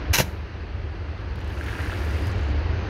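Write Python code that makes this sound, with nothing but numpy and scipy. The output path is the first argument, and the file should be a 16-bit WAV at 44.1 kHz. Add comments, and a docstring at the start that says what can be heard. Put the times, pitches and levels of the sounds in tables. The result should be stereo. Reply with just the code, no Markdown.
"""A hand-held compressed-air cannon fires over a creek: a low thump as the valve opens, air rasping out of
the barrel with sharp cracks, and a hollow pop as the load leaves, scattered nearby and off the wooded bank.
About a second later pellets slap and plop onto the water as damped rising tones; drops tick, ping and spray.
Outdoors, shaped noise makes a swelling low rumble and a distant rush, with faint wavering whistles far off.
The stereo microphone has two ports that differ in colour, and its treble is cut."""
import sys
import numpy as np
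from scipy import signal
from scipy.fft import rfft, irfft, next_fast_len
from scipy.io import wavfile

SR = 44100
rng = np.random.default_rng(int(sys.argv[2]) if len(sys.argv) > 2 else 0)


def put_to_file(sound):
    """Save the sound as 16-bit audio at rate SR, in the file named by the first command-line argument."""
    columns = np.atleast_2d(sound).T  # one column per channel
    safe = np.clip(columns, -1, 1)
    whole_steps = np.round(safe * 32767)
    wavfile.write(sys.argv[1], SR, whole_steps.astype(np.int16))


N = 127449  # length in samples


def amp(db):
    """Decibels to gain."""
    return 10 ** (np.asarray(db) / 20)


def unit(x):
    """Scale to rms 1."""
    return x / np.sqrt(np.mean(x ** 2) + 1e-20)


def clock():
    """The time of each sample in seconds."""
    return np.arange(N) / SR


def along(points, hz):
    """Read a curve of (Hz, value) points on a log frequency axis."""
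    point_hz, value = np.transpose(points)
    return np.interp(np.log(hz + 1), np.log(point_hz + 1), value)


def curves(rows):
    """One value per sample for each column after the time."""
    s, *columns = np.transpose(rows)
    return [np.interp(clock(), s, column) for column in columns]


def filtered(x, response):
    """Filter x by a complex response of frequency, padded against wrap-around."""
    size = next_fast_len(N + SR // 2)
    spectrum = rfft(x, size) * response(np.fft.rfftfreq(size, 1 / SR))
    return irfft(spectrum, size)[..., :N]


def coloured(x, spectrum):
    """Filter x through a curve of (Hz, dB) points."""
    return filtered(x, lambda hz: amp(along(spectrum, hz)))


def ports(x, lead_s):
    """Stereo from phase shifts: the left port hears the sound lead_s before the right."""
    sides = np.array([[1], [-1]])
    return filtered(x, lambda hz: np.exp(1j * np.pi * hz * lead_s * sides))


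def ring(t, hz, t60, attack_s):
    """A damped sine that starts at t = 0 and falls 60 dB in t60 seconds."""
    t = np.maximum(t, 0)
    return np.sin(2 * np.pi * hz * t) * amp(-60 * t / t60) * (1 - np.exp(-t / attack_s))


def add(track, s, sound):
    """Mix a short sound into a track at time s."""
    part = track[max(round(s * SR), 0):][:len(sound)]
    part += sound[:len(part)]


def snaps(rows, t60):
    """A very short burst of noise for each (s, peak dB) row."""
    out, t = np.zeros(N), np.arange(SR // 20) / SR
    for s, db in rows:
        burst = rng.standard_normal(len(t)) * amp(-60 * t / t60)
        add(out, s, amp(db) * burst / np.abs(burst).max())
    return out


def crackle(per_s, spread_db):
    """Random impulses of uneven size and either sign, rms 1."""
    hit = rng.random(N) < per_s / SR
    sign = np.sign(rng.standard_normal(N))
    size_db = spread_db * np.clip(rng.standard_normal(N), -2, 2)
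    return unit(hit * sign * amp(size_db))


# Decay of the scatter before it is stretched. Each row: frequency in Hz, t60 in seconds.
BANK_DECAY = [(100, .55), (1000, .55), (4000, 0.38), (8000, 0.45), (12000, .48), (15000, 0.45)]


def echo(x, stretch):
    """Scatter from rocks, bank and trees: decaying noise, its treble dying sooner than its bass."""
    hz, t, cells = signal.stft(rng.standard_normal((2, SR)), SR, nperseg=256)
    t60 = stretch * along(BANK_DECAY, hz)[:, None]
    tail = signal.istft(cells * amp(-60 * t / t60), SR, nperseg=256)[1]
    return signal.fftconvolve(x, tail / np.linalg.norm(tail[0]), axes=1)[:, :N]


# How alike the outdoors is at the two ports. Each row: frequency in Hz, likeness from 0 to 1.
PORT_LIKENESS = [(100, 0.95), (300, 1), (640, 0.86), (1300, 0.44), (2800, 0.18), (5500, 0.312), (8000, .1)]


def diffuse(spectrum, lead_s):
    """Stereo noise of rms 1, alike in the bass and less so in the treble, as sound from all round."""
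    def mid_side(hz):
        angle = np.arccos(np.clip(along(PORT_LIKENESS, hz), -1, 1)) / 2
        return amp(along(spectrum, hz)) * np.array([np.cos(angle), np.sin(angle)])

    mid, side = filtered(rng.standard_normal((2, N)), mid_side)
    return unit(ports(np.array([mid + side, mid - side]), lead_s))


# The outdoors over time. Each row: time in seconds, level of the rumble in dB, level of the distant rush in dB.
BACKGROUND_LEVELS = [(0, -31, -35.5), (.3, -33.5, -40), (.7, -32, -41), (1.1, -33, -40.5),
                     (1.4, -29.5, -39), (1.65, -32, -37.5), (1.85, -29, -35), (2.2, -25.5, -34),
                     (2.55, -26, -34.5), (2.89, -26.5, -34.5)]
# Colour of the low rumble. Each row: frequency in Hz, relative density in dB per Hz.
RUMBLE_COLOUR = [(15, -66), (28, -46.5), (42, -8.5), (62, -9.5), (72, -2), (82, -5.5), (92, -9.5),
                 (108, -11), (130, -27), (200, -33), (400, -84.5)]
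# Colour of the distant rush. Each row: frequency in Hz, relative density in dB per Hz.
RUSH_COLOUR = [(60, -6.5), (140, -2.5), (190, 0.5), (235, -4.5), (300, 1), (380, -1), (480, -5),
               (750, -8.5), (1200, -10.5), (1800, -9.5), (2800, -11.5), (3500, -22), (4200, -22.5),
               (4700, -25), (5200, -31.5), (6500, -39), (7300, -51.5), (11500, -51.5), (15500, -65.5)]


def background():
    """A low rumble and a broad distant rush: shaped noise whose levels swell slowly."""
    rumble_db, rush_db = curves(BACKGROUND_LEVELS)
    rumble = amp(rumble_db) * diffuse(RUMBLE_COLOUR, lead_s=.0001)
    rush = amp(rush_db) * diffuse(RUSH_COLOUR, lead_s=.0001)
    return rumble + rush


# Faint whistles far off. Each row: start in seconds, end in seconds, pitch in Hz, rms waver in Hz, level in dB.
WHISTLE_TONES = [(.07, .9, 8140, 110, -82), (.9, 1.36, 8240, 110, -80), (2.07, 2.18, 4880, 45, -64),
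                 (2.22, 2.31, 4880, 60, -60), (2.73, 2.95, 6282, 20, -72)]


def whistles(fade_s=0.005):
    """Thin high sines, their pitch wavering with slow noise, barely above the background."""
    t, out = clock(), np.zeros(N)
    for start, end, hz, waver, db in WHISTLE_TONES:
        drift = unit(filtered(rng.standard_normal(N), lambda f: f < 120))
        tone = unit(np.sin(2 * np.pi * np.cumsum(hz + waver * drift) / SR))
        fade = np.clip(np.minimum(t - start, end - t) / fade_s, 0, 1)
        out += amp(db) * tone * fade
    return out


THUMP_S, THUMP_HZ, THUMP_WIDTH_S, THUMP_DB = 0.11, 78, 0.015, -13.5  # centre, pitch, half-width, peak


def recoil():
    """Recoil as the valve opens: a soft low thump, a cosine in a bell-shaped swell, just ahead of the air."""
    t = clock() - THUMP_S
    swell = np.exp(-(t / THUMP_WIDTH_S) ** 2)
    return -amp(THUMP_DB) * np.cos(2 * np.pi * THUMP_HZ * t) * swell


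# The air jet over time. Each row: time in seconds, level in dB.
JET_LEVEL = [(.129, -46), (.132, -23), (.137, -17.5), (.142, -15.5), (.148, -18.5), (.157, -17.5),
             (.160, -25), (.165, -23.5), (.169, -20.5), (.172, -27.5), (.178, -22.5), (.187, -20),
             (.196, -21), (.206, -17.5), (.214, -26), (.228, -34), (.25, -54.5), (.3, -71)]
# Colour of the rushing air and its cracks. Each row: frequency in Hz, relative density in dB per Hz.
AIR_COLOUR = [(60, -22.5), (300, -10), (900, -11.5), (1550, -5.5), (2300, -6), (2800, -2.5), (3300, -14),
              (4000, -8.5), (5300, -15.5), (6800, -16.5), (7400, -15), (9000, -16.5), (11500, -12),
              (14000, -16.5), (15700, -16.5)]
# Resonances of the barrel. Each row: frequency in Hz, width in Hz, relative gain in dB.
BARREL_MODES = [(537, 33, -22.5), (970, 25, 5), (1560, 64, -2.5), (1930, 80, -5), (2160, 140, -5.5),
                (2330, 70, 7), (2970, 110, -3.5), (3260, 63, -20), (4000, 55, -11), (5500, 55, -13.5)]
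# Cracks in the jet. Each row: time in seconds, relative level in dB.
JET_CRACKS = [(.1452, -14), (.1567, -7.5), (.1678, -15), (.1858, -8), (.1878, -9), (.1944, -14),
              (.2024, -11)]


def jet(grain=1.0, barrel_db=-6, apart=0.87):
    """Crackling air rushes out and rings the barrel; each port hears part of the turbulence alone."""
    def eddies():
        return unit(rng.standard_normal(N) + grain * crackle(per_s=1500, spread_db=4))

    def barrel(f):
        return sum(amp(db) * 1j * f * width / (centre * centre - f * f + 1j * f * width)
                   for centre, width, db in BARREL_MODES)

    level_db, = curves(JET_LEVEL)
    flow = eddies() + apart * np.array([eddies(), eddies()])
    rush = unit(coloured(flow, AIR_COLOUR))
    resonance = unit(filtered(flow, barrel))
    air = unit(rush + amp(barrel_db) * resonance)
    gate = (clock() > JET_LEVEL[0][0]) & (clock() < JET_LEVEL[-1][0])
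    # the colour is taken relative to its gain at 5 kHz
    cracks = coloured(snaps(JET_CRACKS, t60=.007), AIR_COLOUR) / amp(along(AIR_COLOUR, 5000))
    return air * amp(level_db) * gate + cracks


# Pops as the load leaves. Each row: time in seconds, relative level in dB.
MUZZLE_POPS = [(.1858, -18), (.1938, -40), (.2018, -11)]
# What each pop rings with. Each row: frequency in Hz, relative level in dB, t60 in seconds.
MUZZLE_MODES = [(152.2, -8, 0.18), (191, -8.5, 0.11), (386, -9.5, 0.04), (532, -3.5, 0.042),
                (630, -1, 0.025), (853, -4, 0.02)]


def muzzle():
    """The load leaves the barrel in hollow pops, each a set of damped sines."""
    t, out = clock(), np.zeros(N)
    for s, pop_db in MUZZLE_POPS:
        for hz, mode_db, t60 in MUZZLE_MODES:
            out += amp(pop_db + mode_db) * ring(t - s, hz, t60, attack_s=0.00035)
    return out


JET_LEAD_S = 0.000332  # the left port hears the barrel first
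# Extra colour of the jet at the right port: duller near 2300 Hz, brighter from 10 kHz up.
# Each row: frequency in Hz, gain in dB.
JET_RIGHT_COLOUR = [(1000, 1.5), (1600, 1), (2300, -2.5), (3000, -1), (10000, 3), (12000, 4), (15000, 4.5)]


def cannon(near_db=-7, bank_db=-18, boom_db=-14):
    """Thump, jet and pop, with close scatter from the ground and the far bank's answer."""
    left, right = ports(jet(), JET_LEAD_S)
    air = np.array([left, coloured(right, JET_RIGHT_COLOUR)])
    pop = ports(muzzle(), lead_s=0.000059)
    direct = air + pop + recoil()
    near = amp(near_db) * echo(air, stretch=.06)
    bank = echo(amp(bank_db) * air + amp(boom_db) * pop, stretch=0.81)
    return direct + near + bank


PLOP_RISE = .25  # a cavity's greatest rise in pitch, as a share


def plop(hz, cycles):
    """A small air cavity in the water rings for some cycles, rising in pitch as it closes."""
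    t, life = np.arange(SR // 30) / SR, cycles / hz
    # halved, since the phase is this pitch times t
    pitch = hz * (1 + PLOP_RISE * rng.random() * np.minimum(t / life, 1) / 2)
    return ring(t, pitch, life, attack_s=0.077 / hz)


SIZE_SPREAD_DB = 4


def bubbles(per_s, hz, spread, cycles):
    """Cavities of random pitch and size, at a rate that changes with time."""
    out, chance = np.zeros(N), rng.random(N)
    pitch, size = np.clip(rng.standard_normal((2, N)), -1.7, 1.7)
    for i in np.flatnonzero(chance < per_s / SR):
        cavity = plop(hz * np.exp(spread * pitch[i]), cycles)
        add(out, i / SR, amp(SIZE_SPREAD_DB * size[i]) * cavity)
    return out


PLOP_DB, SPLASH_DB, LOUD_PLOP_DB = -37, -39, -.5  # gains
SLAP_DB = 2  # a slap against its plop, before colouring
# The loudest plops and their slaps. Each row: time in seconds, relative level in dB, starting pitch in Hz.
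LOUD_PLOPS = [(1.415, -33, 2900), (1.43, -37, 1510), (1.508, -34, 1640), (1.525, -34, 1850),
              (1.573, -33, 1470), (1.611, -22.5, 1590), (1.658, -29, 1640), (1.662, -29, 2890),
              (1.664, -27, 1700), (1.684, -26, 1770), (1.686, -26, 2200), (1.694, -27, 1550),
              (1.706, -27, 1570), (1.729, -23, 1530), (1.739, -27, 1890), (1.745, -32, 2950),
              (1.753, -27, 1530), (1.763, -28, 1660), (1.791, -27, 1490), (1.803, -28, 1850),
              (1.808, -26, 1890), (1.836, -27, 1570), (1.844, -28, 2000), (1.86, -23, 1550),
              (1.897, -25, 1640), (1.899, -31, 3100), (1.906, -31, 2710), (1.916, -31, 2890),
              (1.921, -26, 1420), (1.93, -26, 1590), (1.937, -27, 1640), (1.948, -31, 2760),
              (1.982, -28, 1440), (2.006, -29, 1720), (2.039, -30, 1570), (2.127, -30, 1630),
              (2.147, -28, 1980), (2.184, -29, 1700)]
# A pellet's slap on the water. 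Each row: frequency in Hz, relative density in dB per Hz.
SLAP_SPECTRUM = [(300, -20), (1300, -1), (2000, 3), (3000, 2), (4000, -8), (7000, -24), (15000, -42)]


def impacts(pellet_rate):
    """Pellets open ringing cavities in the creek; the loudest also slap its surface with a burst of noise."""
    plops = amp(PLOP_DB) * bubbles(pellet_rate, hz=1850, spread=.18, cycles=17)
    plops += amp(SPLASH_DB) * bubbles(pellet_rate, hz=2850, spread=.16, cycles=22)
    for s, db, hz in LOUD_PLOPS:
        add(plops, s, amp(db + LOUD_PLOP_DB) * plop(hz, cycles=22))
    slap_rows = [(s, db) for s, db, hz in LOUD_PLOPS]
    slaps = amp(SLAP_DB) * coloured(snaps(slap_rows, t60=.012), SLAP_SPECTRUM)
    return plops + slaps


SMACK_DB, TICK_DB = -5.5, -57.5  # gains before colouring
# Single pellets that smack the water. Each row: time in seconds, relative level in dB.
PELLET_SMACKS = [(1.208, -62), (1.30, -60), (1.357, -45), (1.39, -50), (1.411, -50), (1.445, -51),
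                 (1.478, -51), (1.495, -50), (1.525, -50), (1.556, -48), (1.599, -48), (1.611, -46),
                 (1.642, -43), (1.664, -43), (1.738, -43), (1.785, -44), (1.819, -43), (2.049, -42),
                 (2.11, -45), (2.166, -45), (2.224, -46), (2.27, -32)]
# Colour of ticks, smacks and spray. Each row: frequency in Hz, relative density in dB per Hz.
TICK_SPECTRUM = [(300, -30), (1500, -10), (2800, 6), (3600, 9), (5500, 10.5), (7000, 8), (8000, 12.5),
                 (11500, 9.5), (14200, 11.5), (15700, 10)]


def ticks(drop_rate):
    """Fine drops fall back as tiny high cavities, among pellets that smack the water with noise."""
    drops = bubbles(drop_rate, hz=10400, spread=.25, cycles=14)
    smacks = snaps(PELLET_SMACKS, t60=.013)
    return coloured(amp(TICK_DB) * drops + amp(SMACK_DB) * smacks, TICK_SPECTRUM)


def spray(level_db):
    """A fine hiss of noise, separate at each port."""
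    return amp(level_db) * unit(coloured(rng.standard_normal((2, N)), TICK_SPECTRUM))


DRIP_DB = -1  # gain before colouring
# The last drips. Each row: time in seconds, relative level in dB.
LAST_DRIPS = [(2.3146, -45), (2.3594, -51), (2.381, -51), (2.41, -48), (2.4304, -48), (2.4533, -52),
              (2.4714, -53), (2.4843, -51), (2.5022, -52), (2.591, -56)]
# Colour of the drips. Each row: frequency in Hz, relative density in dB per Hz.
DRIP_SPECTRUM = [(1000, -28), (4000, -2), (6300, 15), (8500, 7.5), (11000, -8.5), (15500, -23)]


def drips():
    """The last drips, each a short coloured burst of noise."""
    return amp(DRIP_DB) * coloured(snaps(LAST_DRIPS, t60=0.029), DRIP_SPECTRUM)


WET_DB = -7  # scatter against the direct water
# The shower over time. Each row: time in seconds, rate of plops and of higher splashes (each) per second,
# rate of fine drops per second, level of the spray in dB.
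SHOWER_COURSE = [(1.15, 0, 0, -100), (1.3, 8, 0, -84), (1.38, 30, 15, -70), (1.47, 50, 170, -67),
                 (1.58, 100, 700, -62), (1.68, 300, 1400, -57), (1.9, 400, 1700, -55.5),
                 (2.08, 170, 1500, -56), (2.27, 80, 1000, -58), (2.35, 40, 70, -66), (2.5, 15, 5, -73),
                 (2.56, 8, 0, -81), (2.65, 0, 0, -88), (2.89, 0, 0, -92)]


def pellets(ping_db=-50):
    """Pellets slap and plop into the creek; the drops they throw up fall back as ticks, pings and spray."""
    pellet_rate, drop_rate, spray_db = curves(SHOWER_COURSE)
    pings = amp(ping_db) * bubbles(drop_rate / 2, hz=4900, spread=.22, cycles=24)
    water = ports(impacts(pellet_rate) + pings + ticks(drop_rate) + drips(), lead_s=0.0001)
    return water + spray(spray_db) + amp(WET_DB) * echo(water, stretch=0.35)


def scene():
    """The outdoors, the shot and the shower."""
    return background() + whistles() + cannon() + pellets()


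TOP_HZ = 15780  # middle of the treble cut
# The right port against the left. Each row: frequency in Hz, gain in dB.
RIGHT_PORT_COLOUR = [(100, 2.5), (300, 1.4), (1000, 3), (1600, 4.5), (2300, -1), (2850, 0), (3500, 4),
                     (4200, 7), (5200, 9), (6300, 9.5), (7000, 5.5), (7450, -5), (8100, -21), (9000, -12),
                     (10000, -4), (11300, 0), (12500, -3), (13900, -12), (15500, -17)]


def record(dry, ceiling=0.8):
    """The microphone's right port colours the sound; peaks are rounded off and the top is cut."""
    x = np.array([dry[0], coloured(dry[1], RIGHT_PORT_COLOUR)])
    x = x / (1 + (x / ceiling) ** 4) ** (1 / 4)
    return filtered(x, lambda hz: np.clip((TOP_HZ - hz) / 200 + .5, 0, 1))


dry = scene()
out = record(dry)
put_to_file(out)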